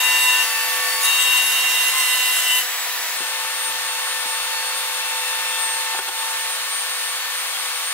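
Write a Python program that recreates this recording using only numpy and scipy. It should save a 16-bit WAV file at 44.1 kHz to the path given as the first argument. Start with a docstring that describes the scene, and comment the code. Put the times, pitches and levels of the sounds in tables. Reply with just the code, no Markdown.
"""A close CNC router whines and sprays chips as it cuts a groove in two passes, then runs free.
Its bit strikes the wood every turn and sets the tool ringing. At 3.17 s the scene moves to a bench
in the same furniture workshop, where wooden rails knock as they are stacked. Behind both scenes
dust extraction rushes, shafts hum, a fast motor whistles and a second spindle sings under load."""
import sys
import numpy as np
from scipy import signal
from scipy.fft import rfft, irfft, next_fast_len
from scipy.io import wavfile
from scipy.ndimage import uniform_filter1d, map_coordinates

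SR = 44100
rng = np.random.default_rng(int(sys.argv[2]) if len(sys.argv) > 2 else 0)


def master_out(mix):
    """Clip the mix to full scale and print it as 16-bit PCM to the path in sys.argv[1]."""
    frames = np.transpose(np.atleast_2d(mix))
    ceiling = np.clip(frames, -1, 1)
    pcm = np.round(ceiling * 32767).astype(np.int16)
    wavfile.write(sys.argv[1], SR, pcm)


N = 349713
T = np.arange(N) / SR
AT_ROUTER = T < 3.17  # true beside the router, false at the bench
ROUTER_HZ, SPINDLE_HZ = 251.05, 893.1  # the router's shaft rate, the second spindle's blade rate
# low swells as the router reverses and as rails slide: (centre [s], length [s], boost [dB])
RUMBLE_SWELLS = [(.86, 0.57, 13.5), (3.48, 0.2, 6), (3.74, 0.35, 16)]


def amp(db):
    """Decibels to gain."""
    return np.exp(np.asarray(db) * (np.log(10) / 20))


def unit(x):
    """Scaled to rms 1."""
    return x / np.sqrt(np.mean(x ** 2) + 1e-20)


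def along(points, hz):
    """(Hz, value) points read on a log axis."""
    freqs, values = np.transpose(points)
    return np.interp(np.log(hz + 1), np.log(freqs + 1), values)


def curves(rows):
    """One automation curve for each column after the time."""
    times, *columns = np.transpose(rows)
    return [np.interp(T, times, column) for column in columns]


def swells(rows, x=T):
    """A sum of smooth humps, given as (centre, length, height)."""
    return sum(height * np.cos(np.pi * np.clip((x - centre) / length, -.5, .5)) ** 2
               for centre, length, height in rows)


def gate(start, end, attack, release):
    """Rises from start, holds at 1, falls from end."""
    return np.clip(np.minimum((T - start) / attack, 1 - (T - end) / release), 0, 1)


def wobble(rate, size=N):
    """A smooth random curve with rate knots a second."""
    step = 64
    knots = rng.standard_normal(int(T[-1] * rate) + 4)
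    coarse = map_coordinates(knots, [np.arange(size // step + 2) * step * rate / SR]).astype(np.float32)
    ramp = np.arange(step, dtype=np.float32) / step
    return (coarse[:-1, None] + np.diff(coarse)[:, None] * ramp).ravel()[:size]


def filtered(x, response):
    """x shaped by a complex frequency response."""
    size = next_fast_len(N + SR // 4)
    return irfft(rfft(x, size) * response(np.fft.rfftfreq(size, 1 / SR)), size)[..., :N]


def phase(hz, drift):
    """Running angle of a shaft or tone whose rate wanders by the fraction drift."""
    return 2 * np.pi * np.cumsum(hz * (1 + drift * wobble(12).astype(float))) / SR


def tone(angle, lead, scatter, rate):
    """A stereo tone, left ear ahead by lead radians; shifting reflections scatter it at each ear."""
    size = len(angle)
    angle = (angle % (2 * np.pi)).astype(np.float32)
    sin, cos = np.sin(angle), np.cos(angle)
    ears = [(float(np.cos(offset)) + scatter * wobble(rate, size)) * sin
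            + (float(np.sin(offset)) + scatter * wobble(rate, size)) * cos
            for offset in (lead / 2, -lead / 2)]
    return np.array(ears) * float(np.sqrt(2 / (1 + 2 * scatter ** 2)))  # rms near 1


def rush(spectrum, patchy_db, lead_ms):
    """Stereo noise of rms 1 with patches of random gain, left ear ahead by lead_ms."""
    # narrow bass, wide treble: (frequency [Hz], left-right correlation [0-1])
    likeness = [(130, .99), (640, 0.85), (1400, 0.96), (3000, 0.39), (6000, 0.55), (10000, 0.061),
                (15000, 0.064)]
    white = signal.stft(rng.standard_normal((2, N)), nperseg=512)[2]
    patches = uniform_filter1d(rng.standard_normal(white.shape[1:]), size=5, axis=0)
    patches = uniform_filter1d(patches, size=16, axis=1)
    pair = signal.istft(white * amp(patchy_db * unit(patches)), nperseg=512)[1][:, :N]
    width = lambda hz: np.arccos(np.clip(along(likeness, hz), -1, 1)) / 2
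    colour = lambda hz: amp(along(spectrum, hz)) * [np.cos(width(hz)), np.sin(width(hz))]
    mid, side = filtered(pair, colour)
    lag = lambda hz: np.exp(1j * np.pi * hz * lead_ms / 1000 * np.array([[1], [-1]]))
    return unit(filtered(np.array([mid + side, mid - side]), lag))


def load():
    """How hard the second spindle works at every sample."""
    # (time [s], load [0-1])
    effort = [(0, 0.98), (1.0, 0.98), (1.2, 0.48), (3.14, 0.18), (3.24, 0.77), (4.3, 0.81), (5.5, 1),
              (6.35, 0.6), (6.6, 0.2), (7.93, 0.08)]
    return curves(effort)[0]


def cutting():
    """The bit's bite into the wood (0-1), the time into the current pass, and that pass's settings."""
    # cuts along the groove: (start [s], end [s], whine [dB], whine tilt [dB/octave], chip spray [dB])
    passes = [(-0.1, 0.43, -22, -2, -25.5), (0.994, 2.593, -22.5, 2, -25.5)]
    enter_s, leave_s, graze = 0.065, 0.069, 0.5  # graze: the bite left between passes
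    starts, ends, *settings = np.transpose(passes)
    deep = sum(gate(start, end, enter_s, leave_s) for start, end in zip(starts, ends))
    bite = np.maximum(deep, graze * gate(starts[0], ends[-1], enter_s, leave_s))
    current = np.maximum(np.searchsorted(starts, T) - 1, 0)
    return bite, T - starts[current], *(setting[current] for setting in settings)


def rumble():
    """Dull vibration of the table under moving parts."""
    # (frequency [Hz], relative density [dB])
    spectrum = [(20, -14), (60, -6), (150, -7), (300, -4), (600, -15), (2000, -70)]
    return amp(-73 + swells(RUMBLE_SWELLS)) * rush(spectrum, patchy_db=2, lead_ms=0)


def extraction():
    """Air rushes into the dust hoods; at the bench it rises slightly with the spindle's load."""
    # the air's colour in each place: (frequency [Hz], relative density [dB])
    router_spectrum = [(18, -87), (30, -66), (264, -33), (293, -27), (457, -19), (495, -16), (549, -20.5),
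                       (695, -6.5), (977, -9.5), (1110, -5), (1930, -3.5), (2090, -3.5), (7950, -9.5),
                       (8820, -13), (15700, -9)]
    bench_spectrum = [(30, -30), (60, -30), (170, -27.5), (300, -20), (450, -11), (600, -6), (750, 1.5),
                      (1200, 4.5), (2500, 2.5), (3900, 1.5), (4800, -3.5), (8000, -6.5), (11800, -8.5),
                      (13000, -12), (15700, -11)]
    router_air = amp(-23.5) * rush(router_spectrum, patchy_db=0.65, lead_ms=0.061)
    air = rush(bench_spectrum, patchy_db=0.18, lead_ms=0.096)
    body = filtered(air, lambda hz: 1 / (1 + (hz / 3000) ** 2))
    hiss = air - body
    bench_air = amp(-30 + load()) * body + amp(-22.5 + 0.5 * load()) * hiss
    return np.where(AT_ROUTER, router_air, bench_air)


def hum():
    """The shafts hum at twice the router's rate and at a third of the spindle's blade rate."""
    level_db = -52 + 5.5 * load() + 0.4 * swells(RUMBLE_SWELLS) * AT_ROUTER
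    router_hum = amp(level_db) * tone(phase(2 * ROUTER_HZ, drift=0.00081), 0, scatter=0.1, rate=9)
    spindle_hum = amp(-70.5) * tone(phase(SPINDLE_HZ / 3, drift=0.0005), 0, scatter=0.15, rate=3.2)
    return router_hum * amp([[1.5], [-1.5]]) + spindle_hum


def squeaks():
    """A thin squeak swells and fades somewhere in the shop."""
    # (centre [s], length [s], peak level [dB])
    soundings = [(5.55, 0.27, -37), (7.551, 0.056, -33)]
    envelope = swells([(centre, length, amp(db)) for centre, length, db in soundings])
    return envelope * tone(phase(hz=3266, drift=.002), 0, scatter=.5, rate=30)


def drive():
    """The router's drive gives off a thin pair of high tones, stronger while the bit cuts."""
    bite = cutting()[0]
    level = amp(np.where(AT_ROUTER, -47 + 2.5 * np.sqrt(bite), -53.5))
    return level * sum(amp(db) * tone(phase(hz, drift=.0001), 0, scatter=0.17, rate=6.7)
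                       for hz, db in [(11046, 3.5), (11154, 2.5)])


def motor():
    """A fast motor sags under load; its wavering whistle lies three octaves above its fan tone."""
    # the whistle heard from the router: (time [s], pitch [Hz], base level [dB])
    far_whistle = [(0, 9140, -37), (.6, 9105, -34.5), (1, 8990, -32), (1.5, 8820, -41.5), (2, 8310, -32.5),
                   (2.5, 7985, -37), (3.17, 7740, -42)]
    # the whistle at the bench: (time [s], pitch [Hz])
    bench_pitch = [(3.17, 8720), (3.76, 8862), (4.8, 8812), (5.15, 8768), (5.8, 8707), (6, 8728),
                   (6.3, 8818), (6.67, 8898), (7.93, 8918)]
    # it swells or fades there: (centre [s], length [s], gain [dB])
    bench_swells = [(3.48, .25, -5), (5.68, 0.51, 5), (6.78, .22, 8.5), (7.25, 0.22, -16)]
    # resonances the fan tone slides through: (centre [Hz], width [Hz], boost [dB])
    resonances = [(1041, 22, 13.5), (1125.4, 33, 6)]
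    far_hz, far_db = curves(far_whistle)
    hz = np.where(AT_ROUTER, far_hz, curves(bench_pitch)[0])
    angle = phase(hz, drift=0.0003)
    whistle_db = np.where(AT_ROUTER, far_db - 0.5, -33 + swells(bench_swells) + 0.92 * wobble(11))
    whistle = amp(whistle_db) * tone(angle, -1.2, scatter=0.58, rate=22)
    fifth_db = np.where(AT_ROUTER, far_db - 13, -46) + 2.5 * wobble(7)
    fifth = amp(fifth_db) * tone(angle * 3 / 2, 1.23, scatter=.6, rate=22)
    suboctave_db = np.where(AT_ROUTER, far_db + 1, -41) + 1.2 * wobble(5.5)
    suboctave = amp(suboctave_db) * tone(angle / 2, 2.4, scatter=0.22, rate=14)
    fan_db = np.where(AT_ROUTER, -40.5, -45) + swells(resonances, hz / 8)
    fan = tone(angle / 8, .1, scatter=0.41, rate=15)
    fan = fan + amp(-3) * tone(angle / 4, .4, scatter=0.21, rate=13)
    unbalance = amp(-61.5 + 9.2 * load()) * ~AT_ROUTER * tone(angle / 16, 0, scatter=0.46, rate=4.02)
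    return whistle + fifth + suboctave + amp(fan_db) * fan + unbalance


def spindle():
    """A second cutter sings at its blade rate, louder under load and brighter beside the router."""
    # the blade tone: (harmonic, idle level [dB], full-load boost [dB], gain beside the router [dB])
    low_partials = [(1, -50.5, 15, -1), (2, -46.5, 12, 5), (3, -48.5, 12.5, -1)]
    # the squeal above it: (harmonic, relative level [dB])
    high_partials = [(4, 0), (5, -6), (6, -7.5), (7, -11), (8, -8), (9, -12), (11, -10), (12, -12),
                     (13, -12), (14, -13), (16, -15), (17, -16)]
    # one partial sings out or fades: (harmonic, centre [s], length [s], gain [dB])
    partial_swells = [(1, 6.25, 1.7, 5.5), (2, 4.32, 0.64, 0.5), (2, 4.98, 1.3, -7), (2, 6.5, 0.62, 6.5),
                      (2, 7.2, 1.48, 7), (3, 0.54, 0.95, 9.5), (3, 5.17, 0.71, 2.5), (4, 5.46, .7, 5.5),
                      (5, 4.62, 0.54, 11), (5, 0.96, 0.44, 8), (5, 7.8, 1.0, 9)]
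    angle, effort = phase(SPINDLE_HZ, drift=0.00056), load()
    sing_db = lambda k: swells([row[1:] for row in partial_swells if round(row[0]) == k])
    blade = sum(amp(db + load_db * effort + router_db * AT_ROUTER + sing_db(k))
                * tone(k * angle, 0.49 * k, scatter=0.26, rate=14)
                for k, db, load_db, router_db in low_partials)
    squeal = sum(amp(db + 0.49 * (k - high_partials[0][0]) * AT_ROUTER + sing_db(k))
                 * tone(k * angle, rng.normal(0, 0.15 * k), scatter=0.059 * k, rate=16)
                 for k, db in high_partials)
    return blade + amp(-51.5 + 12.5 * effort) * squeal


def rails():
    """Each contact scuffs a wooden rail and rings its modes; a soft one leaves only the low thud."""
    # rails set down and nudged: (time [s], relative level [dB], hardness as cut-off [Hz])
    knocks = [(3.205, -21.5, 420), (3.679, -27, 302), (3.769, -40, 200), (4.259, -29, 320),
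              (5.659, -38, 593), (5.946, -23, 1507), (5.989, -19.5, 1500), (5.993, -25.5, 3260),
              (6.079, -27, 1600), (6.088, -24.5, 3200)]
    # a rail on the stack: (frequency [Hz], relative level [dB], 60 dB decay time [s])
    modes = [(188, -18, 0.11), (318, -6, 0.067), (385, -3.5, 0.096), (710, 2, .07), (814, 6.5, 0.06),
             (975, -2, .05), (1030, 3, 0.028), (1450, 1, 0.072), (2280, -8, 0.033), (3280, 12, 0.034)]
    out, t = np.zeros(N + SR), T[:SR // 3]
    for start, db, cutoff_hz in knocks:
        ring = sum(amp(mode_db + rng.normal(0, 1) - 60 * t / t60) / (1 + (hz / cutoff_hz) ** 2)
                   * np.sin(2 * np.pi * hz * t + rng.uniform(0, 2 * np.pi))
                   for hz, mode_db, t60 in modes)
        scuff = signal.lfilter(*signal.butter(2, cutoff_hz, fs=SR), rng.standard_normal(len(t)))
        blow = ring + scuff * (3 * amp(-60 * t / .006) + 0.57 * amp(-60 * t / 0.37))
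        # light, hard taps carry hardly any bass
        blow = signal.lfilter(*signal.butter(2, min(cutoff_hz / 2, 550), "high", fs=SR), blow)
        out[round(start * SR):][:len(t)] += amp(db - 6.5) * blow
    return out[:N]


def chip_spray(angle):
    """Fibres tear and chips fly in uneven bursts, pulsing three times to a turn of the bit."""
    # hissing chips and tearing fibres: (frequency [Hz], relative density [dB])
    chip_spectrum = [(2530, -46), (4300, -14), (5280, -13), (5610, -3), (6780, -4), (7230, -3), (8060, 2),
                     (9380, -1), (10300, -1), (11200, 3.5), (12600, -4), (15100, -2.5), (15700, -9)]
    tear_spectrum = [(300, -57), (700, -20), (1100, -24), (2000, -11.5), (3000, 18), (4000, 3.5),
                     (6000, -25), (12000, -40)]
    # spurts of chips: (centre [s], length [s], boost [dB])
    spurts = [(1.04, 0.13, 8.5), (1.36, .16, 1), (2.0, 0.11, 4), (2.57, 0.12, 3.5)]
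    bite, *_, spray_db = cutting()
    bursts = unit((1 + 0.1 * np.cos(3 * angle)) * amp(1.2 * wobble(150) + 0.76 * wobble(27.1)))
    flow = amp(spray_db + swells(spurts) + 0.44 * wobble(7.7)) * bite ** 0.84
    chips = flow * rush(chip_spectrum, patchy_db=4, lead_ms=0)
    tear = amp(-31.5 + 1.1 * wobble(13)) * bite * rush(tear_spectrum, patchy_db=2.5, lead_ms=-0.087)
    return bursts * (chips + tear)


def bit_whine(turn):
    """The struck tool rings, with shaft harmonics and sidebands; the whine grows steeply with bite."""
    # (shaft multiple, ring multiple, relative level [dB], fade along a pass [dB/s], left lead [rad])
    partials = [(4, 0, -12, 0.5, -0.38), (6, 0, -26, 6, 0), (8, 0, -17, -4.5, -0.14), (-4, 1, -14, 8, 0),
                (0, 1, 2, 2.5, -0.86), (4, 1, -4, 6.5, -0.15), (4, 2, -19, 14, 1), (16, 1, -16, 11, -1)]
    # the bit sings out or loses its note: (centre [s], length [s], gain [dB])
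    surges = [(.28, .16, 3), (1.34, 0.29, 2.5), (1.5, .2, -2.5), (1.94, 0.18, -5), (2.43, 0.099, -6),
              (2.53, 0.17, 1)]
    # the whine pans as the bit travels: (time [s], left minus right [dB])
    swing = [(0, 0), (1.3, 3), (1.65, -5), (2.2, -6.5), (2.6, 4)]
    ring_hz, size = 2770.7, len(turn)
    bite, age, whine_db, tilt_db, _ = cutting()
    ring = phase(ring_hz, drift=0.00099)[:size]
    level_db = whine_db + swells(surges)
    whine = 0
    for k, m, db, fade, lead in partials:
        octaves = np.log2(k * ROUTER_HZ / ring_hz + m)
        gain = amp(level_db + db - fade * age + tilt_db * octaves)[:size]
        whine += gain * tone(k * turn + m * ring, lead, scatter=0.27, rate=45)
    pan_db = curves(swing)[0][:size]
    return whine * amp([pan_db / 2, -pan_db / 2]) * bite[:size] ** 2.74


def router():
    """The bit strikes the wood every turn: a buzzing comb of harmonics with whine, chatter and chips."""
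    # outline of the shaft's harmonics: (frequency [Hz], level of each at full bite [dB])
    outline = [(750, -80), (1250, -68), (1500, -38), (1750, -44), (2000, -34.5), (2500, -70), (3300, -44),
               (4500, -45), (6500, -43), (8400, -43), (9500, -48), (11000, -40.5), (12500, -38.5)]
    # fits of chatter on the harmonic just above the tool's ring: (centre [s], length [s], boost [dB])
    fits = [(1.59, 0.24, 13.5), (2.15, 0.52, 11), (2.54, 0.55, 17)]
    size = 3 * SR  # the cutting is over within 3 s
    bite = cutting()[0][:size]
    angle = phase(ROUTER_HZ, drift=0.00085)
    turn = angle[:size]
    whine = bit_whine(turn)
    chatter = amp(-40 + swells(fits))[:size] * tone(12 * turn, -.4, scatter=.4, rate=70)
    comb = 0
    for k in range(3, int(outline[-1][0] / ROUTER_HZ)):
        offset, lead = rng.uniform(0, 2 * np.pi), rng.normal(0, min(k / 14, 2))
        comb += amp(along(outline, k * ROUTER_HZ)) * tone(k * turn + offset, lead, scatter=1, rate=8 + k)
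    tones = whine + (chatter + comb) * bite
    return np.pad(tones, ((0, 0), (0, N - size))) + chip_spray(angle)


def scene():
    """All machines together, with the rails close in front; the mix leans slightly left."""
    # the din dips briefly as the last rail lands: (time [s], depth [dB])
    dips = [(5.994, 4), (6.089, 4.5)]
    attack_s, release_s = 0.0087, 0.096
    din = router() + spindle() + motor() + drive() + hum() + squeaks() + extraction()
    dip_db = sum(db * gate(start, start + attack_s, attack_s, release_s) for start, db in dips)
    lean_db = np.where(AT_ROUTER, 1, 1.34)
    return (din * amp(-dip_db) + rails() + rumble()) * amp([lean_db / 2, -lean_db / 2])


def record(dry):
    """A 4 ms fade-in and a hard treble cut at 15750 Hz."""
    return filtered(dry * np.minimum(T / .004, 1), lambda hz: hz < 15750)


dry = scene()
out = record(dry)
master_out(out)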